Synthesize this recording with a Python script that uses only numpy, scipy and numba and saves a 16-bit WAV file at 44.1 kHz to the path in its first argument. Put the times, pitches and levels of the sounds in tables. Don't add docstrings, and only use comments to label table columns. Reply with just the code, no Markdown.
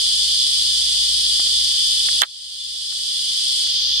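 import sys
import numpy as np
from scipy import signal
from scipy.fft import rfft, irfft
from scipy.io import wavfile
from scipy.ndimage import uniform_filter1d
from numba import njit

SR = 44100
rng = np.random.default_rng(int(sys.argv[2]) if len(sys.argv) > 2 else 0)


def inscribe(sig):
    pcm = np.round(np.clip(np.atleast_2d(sig).T, -1, 1) * 32767)
    wavfile.write(sys.argv[1], SR, pcm.astype(np.int16))


N = 176400


# pitch_hz, gain_db
CHORUS_TONE_LEFT = [(1300, -66), (1850, -24.5), (2150, -33), (2750, -22.5), (3050, -5), (3400, -3),
                    (3700, -8), (4100, -5), (4650, -2), (5150, -2.5), (5650, -11.5), (6350, -12.5),
                    (7000, -34), (9000, -25), (11000, -27.5), (14500, -39.5)]
CHORUS_TONE_RIGHT = [(1100, -75), (1600, -33.5), (2300, -28), (2750, -17.5), (3050, -1), (3400, 1),
                     (3750, -4.5), (4200, -6), (4650, -2), (5150, -5.5), (5650, -13), (6350, -13),
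                     (7000, -20.5), (9000, -23), (11000, -38), (14500, -51)]

def chorus():
    def crowd():
        return sum(trees(tymbals(rate_hz=110 * np.exp(rng.uniform(-.6, .6)))) for _ in range(5))
    own = np.array([crowd()[ear] for ear in (0, 1)])
    left, right = spread(crowd()[0], own, share=.31)
    drone = np.array([colour(left, CHORUS_TONE_LEFT), colour(right, CHORUS_TONE_RIGHT)])
    return level(place(drone, lag_ms=.043), db=-18.5)


# rate_hz, second_drum_delay_cycles, pitch_hz, width_hz, level_db, pan_db, lag_ms
NEAR_CICADAS = [(65.87, .5, 4832, 204, -26.5, 9, 0.038), (86.7, 0.1624, 3490, 88, -27.5, 0.5, 0.057)]

def near_singers():
    out, freq = 0, bins()
    for rate_hz, delay_cycles, pitch_hz, width_hz, level_db, pan_db, lag_ms in NEAR_CICADAS:
        clicks = tymbals(rate_hz, wander=.0022, delay_cycles=delay_cycles)
        off_pitch = (freq / pitch_hz - pitch_hz / freq) * pitch_hz / (2 * width_hz)
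        song = irfft(rfft(clicks) / (1 + 1j * off_pitch) ** 2, N)
        out += level(place(trees(song), pan_db, lag_ms), level_db)
    return out


# pitch_hz, gain_db
SHRILL_TONE = [(5500, -35.5), (6800, -3.5), (7700, -1.5), (8200, -1.5), (8600, 4.5), (9000, 1), (9600, -1),
               (10200, -7.5), (11000, -16.5), (12500, -21), (14500, -31), (15500, -48)]

def shrill_singers(t, stop_s=3.61, fade_s=.13):
    clicks = sum(trees(tymbals(rate_hz=180 * rng.uniform(.7, 1.4))) for _ in range(5))
    throb = 1 + .12 * wavering_sine(hz=26.04, wander=.032, drift_hz=3.05)
    song = level(place(colour(clicks, SHRILL_TONE), pan_db=-1, lag_ms=.051), db=-26)
    return song * throb * np.exp(-np.maximum(t - stop_s, 0) / fade_s)


# pitch_hz, gain_db
BODY_NOTES = [(300, -19), (587, -15), (790, -6), (1050, -3.5), (1211, -0.5), (1497, -1.5), (1700, 0.5),
              (1900, -2.5), (2153, -6.5), (2708, -5.5), (3133, 1.5), (3550, 4.5), (4200, 1.5)]
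# pitch_hz, gain_db
CRACK_TONE = [(500, -35), (3000, 0), (7000, 5), (14000, -7)]
RATTLE_TONE = [(200, -40), (500, -13.5), (900, -9), (1400, 1), (2100, -3.5), (2800, -14), (6000, -27)]
# start_s, strength_db, centre_hz, crack_db (relative to strength), pan_db
FINGER_TAPS = [(1.394, -26, 300, -16, 5), (1.3967, -26, 1700, -18, -7), (2.0852, -13.5, 1900, -35, 1),
               (2.2181, 6, 4000, -7.5, -12), (2.2187, 15, 1920, -11.5, -6.5), (2.227, 9.5, 1500, -17, -5.5),
               (2.2338, 16.5, 3300, -27, -3), (2.924, -25, 1220, -30, -6.5), (3.669, -35, 1420, -30, -9)]

def taps(t, size=6000):
    rings, cracks, rattles = np.zeros((3, 2, N))
    age = t[:size]
    ring_fade = undb(-60 * age / .022)
    for start_s, strength_db, centre_hz, crack_db, pan_db in FINGER_TAPS:
        ring = 0
        for k, (pitch_hz, gain_db) in enumerate(BODY_NOTES):
            octaves_away = np.log2(pitch_hz / centre_hz)
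            weight = (-1) ** k * undb(gain_db) * np.exp(-.5 * (octaves_away / .83) ** 2)
            ring += weight * np.sin(2 * np.pi * pitch_hz * age) * ring_fade
        i = int(start_s * SR)
        force = undb(strength_db + np.array([[pan_db], [-pan_db]]) / 2)
        rings[:, i:i + size] += force * ring / np.abs(ring).max()
        cracks[:, i:i + size] += force * undb(crack_db) * np.exp(-age / .0019)
        rattles[:, i:i + size] += force * undb(-19) * np.exp(-age / .0069)
    rattles *= level(colour(rng.standard_normal((2, N)), RATTLE_TONE), db=0)
    cracks = colour(cracks * rng.standard_normal((2, N)), CRACK_TONE)
    bass_cut = signal.butter(3, 263, "high", fs=SR, output="sos")
    return place(signal.sosfilt(bass_cut, rings + rattles) + cracks, lag_ms=.38)


# time_s, level_db
HUM_LEVELS = [(0, -50), (.3, -48.5), (.47, -52), (.65, -48.5), (1.15, -46.5), (1.45, -51), (1.62, -46),
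              (1.78, -52), (2.1, -50.5), (2.7, -50), (3.3, -55.5), (3.6, -55.5), (4, -48.5)]

def hum(t):
    note = level(wavering_sine(hz=65.4, wander=.012, drift_hz=14), db=0)
    loudness = undb(np.interp(t, *np.array(HUM_LEVELS).T))
    return place(note * loudness, pan_db=.6)


# pitch_hz, gain_db
AIR_TONE = [(20, -6), (45, -0.5), (70, 5.5), (120, 0.5), (200, -3), (500, -2.5), (1200, -8), (2500, -2.5),
            (8000, -25)]

def air():
    noise = spread(rng.standard_normal(N), rng.standard_normal((2, N)), share=.54)
    return level(colour(noise, AIR_TONE), db=-50)


def tymbals(rate_hz, wander=.012, delay_cycles=.5, jitter_s=.000022):
    cycles = np.cumsum(rate_hz * (1 + wander * drift(9))) / SR + rng.random()
    cycle, drum = np.divmod(np.arange(3000), 2)
    early_late, loud_soft = rng.standard_normal((3000, 2)).T
    at = np.interp(cycle + drum * delay_cycles, cycles, np.arange(N), left=-N, right=2 * N)
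    at += jitter_s * SR * early_late
    force = undb(1.5 * loud_soft - 3.5 * drum) * (-1) ** drum
    inside = (at > 8) & (at < N - 9)
    near = at[inside, None].astype(int) + np.arange(-7, 9)
    offset = near - at[inside, None]
    clicks = force[inside, None] * np.sinc(offset) * np.sinc(offset / 8)
    return np.bincount(near.ravel(), clicks.ravel(), N)


def trees(x, echo_s=.05):
    tail = rng.standard_normal((2, N)) * np.exp(-np.arange(N) / SR / echo_s)
    tail /= np.sqrt(np.sum(tail ** 2, axis=1, keepdims=True))
    return x + irfft(rfft(tail) * rfft(x), N)


def undb(db):
    return 10 ** (np.asarray(db) / 20)


def level(x, db):
    return x * undb(db) / np.sqrt(np.mean(x ** 2))


def drift(rate_hz):
    hold = int(SR / rate_hz)
    steps = np.repeat(rng.standard_normal(N // hold + 1), hold)
    return 1.3 * uniform_filter1d(uniform_filter1d(steps, hold), hold)[:N]


def wavering_sine(hz, wander, drift_hz):
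    return np.sin(2 * np.pi * np.cumsum(hz * (1 + wander * drift(drift_hz))) / SR)


def bins():
    return np.maximum(np.arange(N // 2 + 1) * SR / N, 1)


def colour(x, tone):
    hz, db = np.array(tone).T
    return irfft(rfft(x) * undb(np.interp(np.log(bins()), np.log(hz), db)), N)


def place(x, pan_db=0, lag_ms=0):
    delay = np.exp(-2j * np.pi * bins() * lag_ms / 1000)
    ears = np.array([delay * undb(pan_db / 2), np.ones_like(delay) * undb(-pan_db / 2)])
    return irfft(rfft(x) * ears, N)


def spread(common, own, share):
    return np.sqrt(share) * level(common, 0) + np.sqrt(1 - share) * level(own, 0)


@njit
def follow(peaks, rest, attack_s, release_s):
    out, held = np.empty(len(peaks)), rest
    for i in range(len(peaks)):
        target = max(peaks[i], rest)
        held += (target - held) / (SR * (attack_s if target > held else release_s))
        out[i] = held
    return out


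def scene():
    t = np.arange(N) / SR
    return chorus() + near_singers() + shrill_singers(t) + hum(t) + air() + taps(t)


def record(dry):
    limit, ceiling, lookahead_s = float(undb(-5)), .88, .00076
    held = follow(np.abs(dry).max(axis=0), limit, attack_s=.00076, release_s=.35)
    gain = uniform_filter1d(limit / held, int(2 * lookahead_s * SR) + 1)
    drive = dry * gain / ceiling
    rounded = ceiling * np.tanh(drive + drive ** 3 / 3)
    treble_cut = signal.ellip(10, .2, 80, 15450, fs=SR, output="sos")
    return signal.sosfilt(treble_cut, rounded)


dry = scene()
out = record(dry)
inscribe(out)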